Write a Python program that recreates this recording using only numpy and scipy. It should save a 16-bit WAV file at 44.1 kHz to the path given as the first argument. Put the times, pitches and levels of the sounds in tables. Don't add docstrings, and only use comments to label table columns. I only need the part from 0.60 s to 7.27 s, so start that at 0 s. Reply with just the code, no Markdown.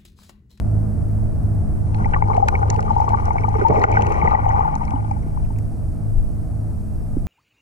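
import sys
import numpy as np
from scipy import signal
from scipy.fft import rfft, irfft, next_fast_len
from scipy.io import wavfile
from scipy.ndimage import uniform_filter1d, minimum_filter1d, map_coordinates

SR = 44100
rng = np.random.default_rng(int(sys.argv[2]) if len(sys.argv) > 2 else 0)


def log_audio(samples):
    frames = np.atleast_2d(samples).T
    limited = np.clip(frames, -1, 1)
    pcm = np.round(limited * 32767).astype(np.int16)
    wavfile.write(sys.argv[1], SR, pcm)


def makeup_ratio(level_db):
    decades = np.asarray(level_db, float) / 20
    return 10 ** decades


N = 294147

# [t/s, gain/dB]
DRONE = [
    (0, 3),
    (4.6, -0.5),
    (4.85, -0.7),
    (6.67, -1.9),
]


def unit(x):
    return x / np.sqrt(np.mean(x ** 2) + 1e-20)


def along(points, hz):
    f, v = np.transpose(points)
    return np.interp(np.log(hz + 1), np.log(f + 1), v)


def curves(rows):
    s, *cols = np.transpose(rows)
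    return [np.interp(np.arange(N) / SR, s, c) for c in cols]


def wobble(rate):
    knots = rng.standard_normal(int(N * rate / SR) + 4)
    return map_coordinates(knots, [np.arange(N) * rate / SR])


def filtered(x, response):
    m, edge = next_fast_len(N + SR // 2), SR // 20
    x = np.pad(x, [(0, 0)] * (np.ndim(x) - 1) + [(edge, edge)], mode="reflect")
    spectrum = rfft(x, m) * response(np.fft.rfftfreq(m, 1 / SR))
    return irfft(spectrum, m)[..., edge:edge + N]


def rush(spectrum, alike):
    turn = np.arccos(np.clip(alike, -1, 1)) / 2
    mid, side = filtered(rng.standard_normal((2, N)), lambda hz: makeup_ratio(along(spectrum, hz)))
    mid, side = np.cos(turn) * mid, np.sin(turn) * side
    return unit(np.array([mid + side, mid - side]))


def shell(f):
    # [f/Hz, width/Hz, level/dB]
    shell_modes = [(300, 790, -20.5), (833, 117, -1), (1223, 76, -11.5), (1470, 108, -10), (1950, 83, -11),
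                   (2250, 190, -10.5), (3107, 280, -25.5), (3830, 350, -52.5), (4330, 100, -40),
                   (5900, 2400, -38.5), (6940, 680, -61), (9000, 2500, -59)]
    # [f/Hz, level difference/dB, right lead/rad]
    right_to_left = [(200, -2, .4), (300, 0, 1.8), (430, 12, 1.9), (530, 9, 3.8), (650, 1, 3.7),
                     (830, -8, 2.7), (1150, -10, 2.3), (1420, 2, 3.1), (2000, 2.5, 2), (2900, -3, 1.8),
                     (3700, 1, -.9), (5500, 14, -1.8), (7200, 8, -2.8), (9000, 0, -1.3)]
    left = 0
    for k, (hz, w, db) in enumerate(shell_modes):
        mode = 1j * f * w / (hz * hz - f * f + 1j * f * w)
        left = left + (-1) ** k * makeup_ratio(db) * mode
    hz, db, lead = np.transpose(right_to_left)
    across = makeup_ratio(along(np.c_[hz, db], f)) * np.exp(1j * along(np.c_[hz, lead], f))
    return np.array([left, left * across])


def bubbles(rows, rise, chirp, size=1800):
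    s, db, hz, t60 = np.transpose(rows)[:, :, None]
    t = np.arange(size) / SR
    ring = np.sin(2 * np.pi * hz * t * (1 + chirp * t / t60))
    fade = makeup_ratio(db - 60 * t / np.maximum(t60, .001))
    onset = 1 - np.exp(-t * hz / rise)
    ring = ring * fade * onset
    at = np.round(s * SR).astype(int) + np.arange(size)
    return np.bincount(at.ravel(), ring.ravel(), N + size)[:N]


def water():
    # [f/Hz, level per Hz/dB]
    boat_noise = [(20, -13.5), (45, -8), (85, 0), (115, -11.5), (180, -16.5), (300, -19.5), (380, -28.5),
                  (520, -33.5), (680, -27.5), (1000, -41), (1300, -43), (2000, -54.5), (3200, -72),
                  (6000, -120)]
    # [t/s, level/dB]
    swells = [
        (0, -27.5),
        (.65, -29.5),
        (1.5, -22),
        (4.81, -23),
        (5.59, -21),
        (6.6, -25),
    ]
    calm_db, rise_db_s, fall_db_s = -35, 75, 53
    s, db = np.transpose(swells)[:, :, None]
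    after = np.arange(N) / SR - s
    swell_db = (db + np.minimum(rise_db_s * after, -fall_db_s * after)).max(0)
    rumble_db = np.maximum(calm_db, swell_db)
    noise = makeup_ratio(curves(DRONE)[0] - 26.5 + 0.5 * wobble(6.4)) * rush(boat_noise, alike=0.35)
    lumps = rush([(3, -36.0), (10, -1.0), (25, 11.5), (45, -10.0), (80, -37.5), (200, -120)], alike=0.31)
    return noise + makeup_ratio(rumble_db + 6.0) * lumps


def engines():
    # [t/s, pitch/Hz, left level/dB, right level/dB]
    hum_low = [(0, 103.06, -27, -29.5), (2.15, 103.07, -23.3, -28), (2.45, 103.1, -29, -32),
               (2.85, 103.27, -23.5, -27), (3.34, 103.49, -24.4, -25.7), (3.95, 103.71, -34, -30),
               (4.67, 103.69, -33, -30.7), (5.34, 103.53, -28.4, -31.8), (6.1, 103.38, -31, -39.5),
               (6.67, 103.36, -29.5, -39)]
    hum_mid = [(0, 105.69, -26.5, -21.4), (1.5, 105.66, -33, -24.5), (2.67, 105.61, -41, -26),
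               (3.4, 105.6, -32.5, -26.7), (4.2, 105.55, -32.5, -28.5), (5.34, 105.48, -44, -31.8),
               (6.67, 105.46, -43, -28.8)]
    hum_top = [(0, 107.21, -34, -31.5), (1.5, 107.21, -35, -42), (2.5, 107.23, -38, -40),
               (4, 107.32, -34.7, -39.5), (4.67, 107.36, -33.5, -32.2), (6.67, 107.4, -35.5, -32.3)]
    # [t/s, f/Hz, left level/dB, right level/dB]
    thrum = [
        (1, 75, -44, -50),
        (2, 75.6, -24, -30),
        (2.6, 75.6, -34, -39),
        (3.7, 74.2, -22.5, -28),
        (4.25, 75.5, -33, -38),
        (4.8, 75.5, -60, -60),
    ]
    # [f/Hz, left level/dB, right level/dB, left lead/rad]
    thin_tones = [(49.7, -39, -39, -0.7), (52.6, -34, -32, -1.3), (61.8, -40, -39, -0.2),
                  (78.1, -40, -34, -0.1), (82.6, -45, -33, -1.6), (97.1, -40, -38, -1.6),
                  (131.2, -43, -40, -0.3), (144.7, -50, -44, -1.7), (157.95, -37, -36, 0.8),
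                  (159.5, -48, -42, -1.1), (206.1, -54, -45, -2.1), (211.6, -40, -45, -0.0),
                  (214.1, -44, -48, -0.6), (215.1, -49, -46, -0.8), (254.5, -51, -49, -1.0),
                  (317.3, -55, -48, 1.8), (324.8, -45, -52, -2.1), (400.5, -62, -59, -0.5),
                  (428.5, -57, -61, -0.8), (467.8, -56, -64, 2.3), (476.2, -58, -57, -0.8),
                  (599.2, -55, -56, -1.6), (647.9, -57, -58, -0.5), (675.9, -61, -58, 0.5)]
    hum_in_step, overtones_in_step = .18, 1.41
    hum, tones, t = np.zeros((2, N)), np.zeros((2, N)), np.arange(N) / SR
    for rows in (hum_low, hum_mid, hum_top, thrum):
        hz, left_db, right_db = curves(rows)
        turns = np.cumsum(hz) / SR
        turns = turns - turns[round(hum_in_step * SR)]
        hum += np.sqrt(2) * makeup_ratio([left_db, right_db]) * np.cos(2 * np.pi * turns)
    for hz, left_db, right_db, lead in thin_tones:
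        start = -hz * overtones_in_step if 210 < hz < 216 else rng.random()
        angle = 2 * np.pi * (hz * t + start) + .25 * wobble(.8)
        sway_db = 1.4 * np.array([wobble(.9), wobble(.9)])
        tones += makeup_ratio(sway_db + [[left_db], [right_db]]) * np.cos([angle + lead, angle])
    hum_gain = makeup_ratio(curves([(6.1, 0), (6.5, -7)])[0])
    return hum_gain * hum + makeup_ratio(curves(DRONE)[0] + 3.5) * tones


def knocks():
    # [t/s, peak level/dB, f/Hz, time to fall 60 dB/s]
    bumps = [
        (1.413, -4, 154, 0.016),
        (2.992, -12.5, 197, 0.021),
        (3.1, -2.5, 100, 0.036),
        (3.168, -16.5, 119.6, 0.093),
        (3.634, -14.5, 147.3, 0.058),
        (4.336, -25.5, 268.4, 0.12),
        (4.663, -22, 300, 0.02),
        (6.568, -8.5, 264, 0.021),
    ]
    return makeup_ratio(9.0) * bubbles(bumps, rise=0.96, chirp=0.025)


def swarm(level_db, hz, spread, cycles, scatter_db, count):
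    when, pitch, size = rng.random((count, 3)).T
    pitch = hz * np.exp(spread * (2 * pitch - 1))
    peak_db = -scatter_db * np.log(size + 1 / 50)
    rows = np.c_[when * N / SR, peak_db, pitch, cycles / pitch]
    ringing = bubbles(rows, rise=0.54, chirp=0.28, size=round(min(800, 30 * SR / hz)))
    sound = filtered(ringing, shell)
    return makeup_ratio(level_db) * sound / np.std(sound.mean(0))


def cloud():
    # [t/s, density/dB, share of big bubbles/dB, share of small bubbles/dB]
    cloud_mix = [
        (1.15, -63.5, 1, -18.5),
        (1.42, -37, -6.5, -24),
        (2, -32.5, -5.5, -27.5),
        (2.9, -34.5, -9, -18.5),
        (3.15, -25.5, -3.5, -18),
        (3.6, -27.5, -7, -16.5),
        (4, -27, -24, -23.5),
        (4.4, -41.5, -20.5, -19),
        (5, -60, 4, -17),
    ]
    # [t/s, level/dB]
    bunches = [(1.73, 6), (2.48, 0.5), (2.62, 0.5), (3.08, -2.5), (3.219, 3.5), (3.729, 5), (4.34, 6)]
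    # [t/s, level/dB]
    surge = [
        (3.09, -99),
        (3.1, -16),
        (3.13, -25),
        (3.24, -26),
        (3.27, -30.5),
        (3.9, -44.5),
        (4.0, -90),
    ]
    bunch_s = 0.045
    t = np.arange(N) / SR
    dense_db, big_db, small_db = curves(cloud_mix)
    present = (t > cloud_mix[0][0]) & (t < cloud_mix[-1][0])
    bunch_db = sum(db * np.exp(-((t - s) / bunch_s) ** 2) for s, db in bunches)
    clumps_db = 1.8 * wobble(35)
    tiny_db = -56.5 + .6 * (dense_db + 30.5) + 0.37 * big_db + clumps_db
    middle_db = dense_db + bunch_db + clumps_db - 2.0
    fizz = swarm(middle_db, hz=929, spread=0.34, cycles=19.0, scatter_db=2.0, count=2600)
    fizz += swarm(dense_db + big_db + .5, hz=445, spread=0.53, cycles=5.3, scatter_db=1.5, count=2000)
    fizz += swarm(dense_db + clumps_db + small_db - .5, hz=1900, spread=0.26, cycles=7.8,
                  scatter_db=3.0, count=5000)
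    fizz += swarm(tiny_db, hz=5120, spread=0.49, cycles=7.7, scatter_db=0.0, count=9000)
    slosh = rush([(60, -35.5), (120, -2.0), (300, -8.0), (600, -7.5), (900, -16), (2000, -120)], alike=0.54)
    return present * fizz + makeup_ratio(curves(surge)[0] + 4.0 * wobble(40)) * slosh


def snaps():
    # [t/s, peak level/dB, sizzle level/dB, body level/dB]
    ticks = [(1.345, -47, -21, 8), (1.5094, -54.5, -11, 17), (1.767, -40, -33, -3), (1.8849, -29.5, -2, 17),
             (2.1014, -20.5, -45, -13.5), (2.1432, -40.5, -25.5, -25), (2.162, -38.5, -28, -4),
             (2.206, -36.5, -11, -10), (2.227, -46, -10, 3), (2.382, -45, -13, -13),
             (2.4048, -40.5, -14, -15), (2.4908, -35, -23, -7), (2.655, -38.5, -22, -13),
             (2.889, -42, -29, -13.5), (3.0839, -35, -34, -7), (3.195, -40, -24.5, -8),
             (3.2374, -33.5, -16, 16), (3.3163, -36, -12, -6), (3.4107, -46, -19, 11),
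             (3.4214, -34.5, -27, -0.5), (3.4672, -36.5, -26, 2), (3.5054, -55, -6.5, 9),
             (3.5216, -38.5, -7, -7), (4.1534, -35, -22, -9), (4.252, -43.5, -23.5, -12),
             (4.3066, -46, -21, 12), (4.5122, -48.5, -7, -7), (4.987, -46, 3, -5.5)]
    t, sound = np.arange(700) / SR, np.zeros((2, N))
    s, db, sizzle_db, body_db = np.transpose(ticks)[:, :, None]
    at = (np.round(s * SR).astype(int) + np.arange(len(t))).ravel()
    parts = [(db + 9, 5500, .011),
             (db + sizzle_db + 11.5, 10000, .005),
             (db + np.minimum(body_db, 6) + 20.5, 2200, .008)]
    for level_db, hz, t60 in parts:
        envelope = makeup_ratio(level_db - 60 * t / t60) * (1 - np.exp(-t / 0.00019))
        burst = envelope * rng.standard_normal((len(s), len(t)))

        def band(f):
            response = shell(f)
            even = response / np.abs(response.mean(0) + 1e-5)
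            return even / (1 + (np.log(f / hz + 1e-9) / 0.32) ** 4)

        sound += filtered(np.bincount(at, burst.ravel(), N + len(t))[:N], band)
    return sound


def pops(rows, gain_db, rise, chirp, t60=None):
    rows = np.array(rows if t60 is None else [(*row, t60) for row in rows], float)
    near = rows[:, 2] * np.array([[.9], [1], [1.1]])
    heard = np.abs(shell(near.ravel()).mean(0)).reshape(near.shape).mean(0)
    rows[:, 1] += gain_db - 20 * np.log10(heard)
    return filtered(bubbles(rows, rise, chirp), shell)


def small_bubbles():
    # [t/s, peak level/dB, f/Hz]
    pings = [(1.4438, -30, 2028), (1.5373, -29.5, 2717), (1.544, -21, 1756), (1.6217, -31, 2100),
             (1.7327, -33.5, 2162), (1.884, -26, 1392), (1.8842, -20, 2428), (1.952, -21.5, 2210),
             (2.028, -33, 1396), (2.191, -25.5, 1322), (2.539, -37, 1548), (2.7053, -36, 2096),
             (2.7824, -25.5, 2205), (2.835, -31.5, 2250), (3.0121, -26.5, 1375), (3.1643, -35, 2116),
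             (3.355, -26, 2190), (3.2381, -19, 2083), (3.239, -13.5, 1330), (3.3249, -30, 2342),
             (3.369, -23.5, 1500), (3.5334, -37.5, 2186), (3.6149, -25.5, 2130), (3.6731, -21.5, 2003),
             (3.7489, -24.5, 1950), (3.9046, -35.5, 1876), (4.2787, -38, 2243), (4.5112, -44.5, 2365),
             (1.456, -40, 2324), (1.638, -40.5, 2203), (1.7613, -38, 2216), (2.57, -41, 2093),
             (2.6827, -42, 2040), (2.9531, -38.5, 2160), (3.1022, -33, 2200), (3.2145, -30.5, 1886),
             (3.34, -31.5, 2250), (3.369, -31.5, 1917), (3.6415, -36.5, 2216), (3.853, -40, 2060),
             (3.8855, -46, 2970), (1.884, -34.5, 3930), (1.8845, -35, 4560), (1.5335, -30, 1516),
             (4.357, -52, 2933), (4.63, -52, 2080), (4.849, -50, 2580), (4.96, -49, 2500)]
    # [t/s, peak level/dB, f/Hz]
    sparks = [(1.3465, -42, 4160), (1.4566, -47, 5670), (1.6832, -46.5, 4530), (1.7457, -43, 4084),
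              (1.8824, -29, 3536), (1.9928, -47.5, 6560), (2.3003, -48.5, 4920), (2.3412, -49, 4000),
              (2.4456, -47.5, 5880), (2.7324, -45.5, 6240), (2.8082, -45.5, 5480), (2.9702, -46, 5450),
              (2.998, -44, 3490), (3.2171, -38, 4100), (3.362, -44.5, 5660), (3.5416, -43, 5960),
              (3.7099, -45, 3980), (3.8915, -41.5, 6350), (3.921, -47.5, 5360), (4.1807, -48.5, 5910),
              (4.277, -50, 4140), (4.4446, -49.5, 3450), (4.6276, -51.5, 5660)]
    return (pops(pings, gain_db=4.5, rise=0.3, chirp=0.028, t60=0.018)
            + pops(sparks, gain_db=1.5, rise=0.44, chirp=0.02, t60=0.0098))


def big_bubbles():
    # [t/s, peak level/dB, f/Hz]
    glugs = [(1.759, -25, 441), (1.941, -21.5, 400), (2.181, -20.5, 430.4), (2.959, -16.5, 425.5),
             (2.988, -22.5, 320), (3.019, -13, 378), (3.099, -12.5, 409), (3.19, -23, 445),
             (3.213, -19.5, 391), (1.705, -27.5, 426), (1.799, -25.5, 414), (1.858, -25, 570),
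             (2.093, -24.5, 407), (2.482, -27, 443.5), (2.804, -28.5, 442), (2.839, -28, 418),
             (3.138, -22.5, 386.5), (3.276, -21.5, 383), (3.385, -25.5, 451), (3.498, -25.5, 416),
             (3.649, -29, 461), (3.988, -25.5, 434.6)]
    return pops(glugs, gain_db=7.0, rise=0.87, chirp=0.039, t60=0.032)


def shell_bubbles():
    # [t/s, peak level/dB, f/Hz]
    rims = [(1.7016, -19, 1056), (2.278, -36.5, 1172), (2.294, -25, 1108), (2.4773, -19.5, 1114),
            (2.542, -19.5, 1122), (2.6192, -35.5, 1123), (2.7039, -28.5, 1145), (2.8471, -27.5, 1178),
            (2.9489, -30, 1168), (3.1026, -25.5, 1105), (3.4859, -27.5, 1082), (3.5985, -28.5, 1121),
            (3.6293, -26, 1187), (3.7157, -24.5, 1082), (3.9527, -30, 1070), (3.9784, -30, 1058),
            (4.0023, -27, 1124)]
    # [t/s, peak level/dB, f/Hz, time to fall 60 dB/s]
    trapped = [
        (1.824, -4, 786, 0.031),
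        (3.047, -10, 905, 0.087),
    ]
    return (pops(rims, gain_db=3.0, rise=0.73, chirp=0.033, t60=0.042)
            + pops(trapped, gain_db=9.5, rise=5.6, chirp=0.02))


def middle_bubbles():
    # [t/s, peak level/dB, f/Hz]
    plops = [(1.456, -20, 857), (1.537, -19, 908), (1.562, -18, 1106), (1.683, -22, 842),
             (1.698, -19.5, 816), (1.777, -14, 710), (1.797, -24, 810), (1.923, -22, 780),
             (2.151, -21, 885), (2.305, -14.5, 852), (2.364, -13.5, 894), (2.531, -13, 893),
             (2.705, -15, 897), (2.841, -16.5, 890), (2.937, -27, 870), (3.106, -20, 804),
             (3.124, -14.5, 863), (3.157, -16.5, 827), (3.368, -16.5, 824), (3.47, -22, 913),
             (3.719, -14.5, 943), (3.862, -16, 740), (3.894, -19, 856), (3.932, -31.5, 846),
             (4.004, -20.5, 854), (4.051, -16, 857), (4.215, -19, 916), (4.444, -31, 847),
             (4.51, -22.5, 795), (1.348, -31, 825), (1.713, -17, 893), (1.749, -19.5, 830),
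             (1.939, -22.5, 746), (2.028, -19.5, 795), (2.38, -19, 880), (2.414, -16.5, 874),
             (2.463, -24.5, 859), (2.518, -19, 888), (2.544, -16, 880), (3.017, -27, 782),
             (3.183, -19.5, 876), (3.428, -22, 842), (3.517, -23.5, 889), (3.558, -21, 874),
             (3.621, -16.5, 863), (3.943, -20.5, 876), (4.075, -22, 809), (4.095, -28, 853),
             (4.314, -27.5, 817), (4.335, -21.5, 900), (4.36, -27, 860), (4.39, -32, 820)]
    # [t/s, peak level/dB, f/Hz]
    pocks = [(1.544, -22, 833), (1.622, -7.5, 916), (1.886, -13, 930), (2.192, -18.5, 844), (2.4, -8, 827),
             (2.44, -15.5, 867), (2.48, -12, 897), (2.62, -27, 844), (2.755, -16.5, 720), (2.881, -12, 837),
             (2.96, -15.5, 855), (3.278, -28, 875), (3.344, -14.5, 856), (3.388, -13.5, 886),
             (3.676, -7, 877), (3.746, -5.5, 830), (4.158, -14.5, 876), (4.564, -26, 838),
             (4.682, -37, 814), (4.773, -25, 1005), (4.904, -27.5, 884)]
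    free_t60, damped_t60 = 0.032, 0.016
    rows = [(*row, free_t60) for row in plops] + [(*row, damped_t60) for row in pocks]
    return pops(rows, gain_db=4.5, rise=0.98, chirp=0.031)


def scene():
    background = water() + engines() + knocks()
    single = snaps() + small_bubbles() + big_bubbles() + shell_bubbles() + middle_bubbles()
    return background + cloud() + single


def gain_control():
    # [t/s, gain/dB]
    ducks = [
        (1.631, -0.5),
        (3.069, -2.5),
        (3.252, -10),
        (3.754, -7),
    ]
    clamp_s, recover_s = 0.0048, 0.037
    s, db = np.transpose(ducks)[:, :, None]
    after = np.maximum(np.arange(N) / SR - s, 0)
    clamp = 1 - np.exp(-(after / clamp_s) ** 2)
    recovery = np.exp(-(after / recover_s) ** 2)
    return makeup_ratio((db * clamp * recovery).sum(0))


def roll_off(x):
    return signal.sosfilt(signal.butter(12, 15250, fs=SR, output="sos"), x)


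def record(dry):
    # [f/Hz, level per Hz/dB]
    hiss = [(1500, -15), (2500, -5.5), (3300, -14), (5000, -6.5), (7000, -8), (9000, -0.5), (10500, -5.5),
            (13000, -8), (15000, -20), (16000, -69)]
    bright = (filtered(dry, lambda hz: hz > 600) ** 2).mean(0)
    loudness = np.sqrt(np.abs(uniform_filter1d(bright, size=2600, origin=900)))
    busy = np.sqrt(np.abs(uniform_filter1d(bright, size=9000)))
    quiet = 1 / (1 + (busy / makeup_ratio(-38.5)) ** 8)
    closed = 1 - 1 / (1 + (busy / makeup_ratio(-33)) ** 2)
    x = dry + makeup_ratio(-59.5) * rush(hiss, alike=0.45) / (1 + loudness / makeup_ratio(-15.0)) ** 0.77

    # low Hz, top Hz, eagerness
    removed = np.zeros((2, N))
    for low, top, fast in ((13600, 20000, 6), (12900, 13600, 3), (12100, 12900, 1.1), (11300, 12100, .6)):
        shut = np.clip(fast * closed + .25 * wobble(14), 0, 1) * (closed > .03)
        removed += shut * filtered(x, lambda hz: (hz > low) * (hz <= top))
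    x = x - removed

    mid, side = np.array([[.5, 0.47], [.5, -0.49]]) @ x
    treble = filtered(side, lambda hz: np.clip((hz - 1500) / 1500, 0, 1) * (1 - .6 * (hz > 12500)))
    side = side - quiet * treble
    x = gain_control() * np.array([mid + side, mid - side])
    need = np.minimum(1, .85 / (np.abs(x).max(0) + 1e-9))
    x = x * uniform_filter1d(minimum_filter1d(need, size=600), size=500)
    return roll_off(x)


dry = scene()
out = record(dry)
log_audio(out)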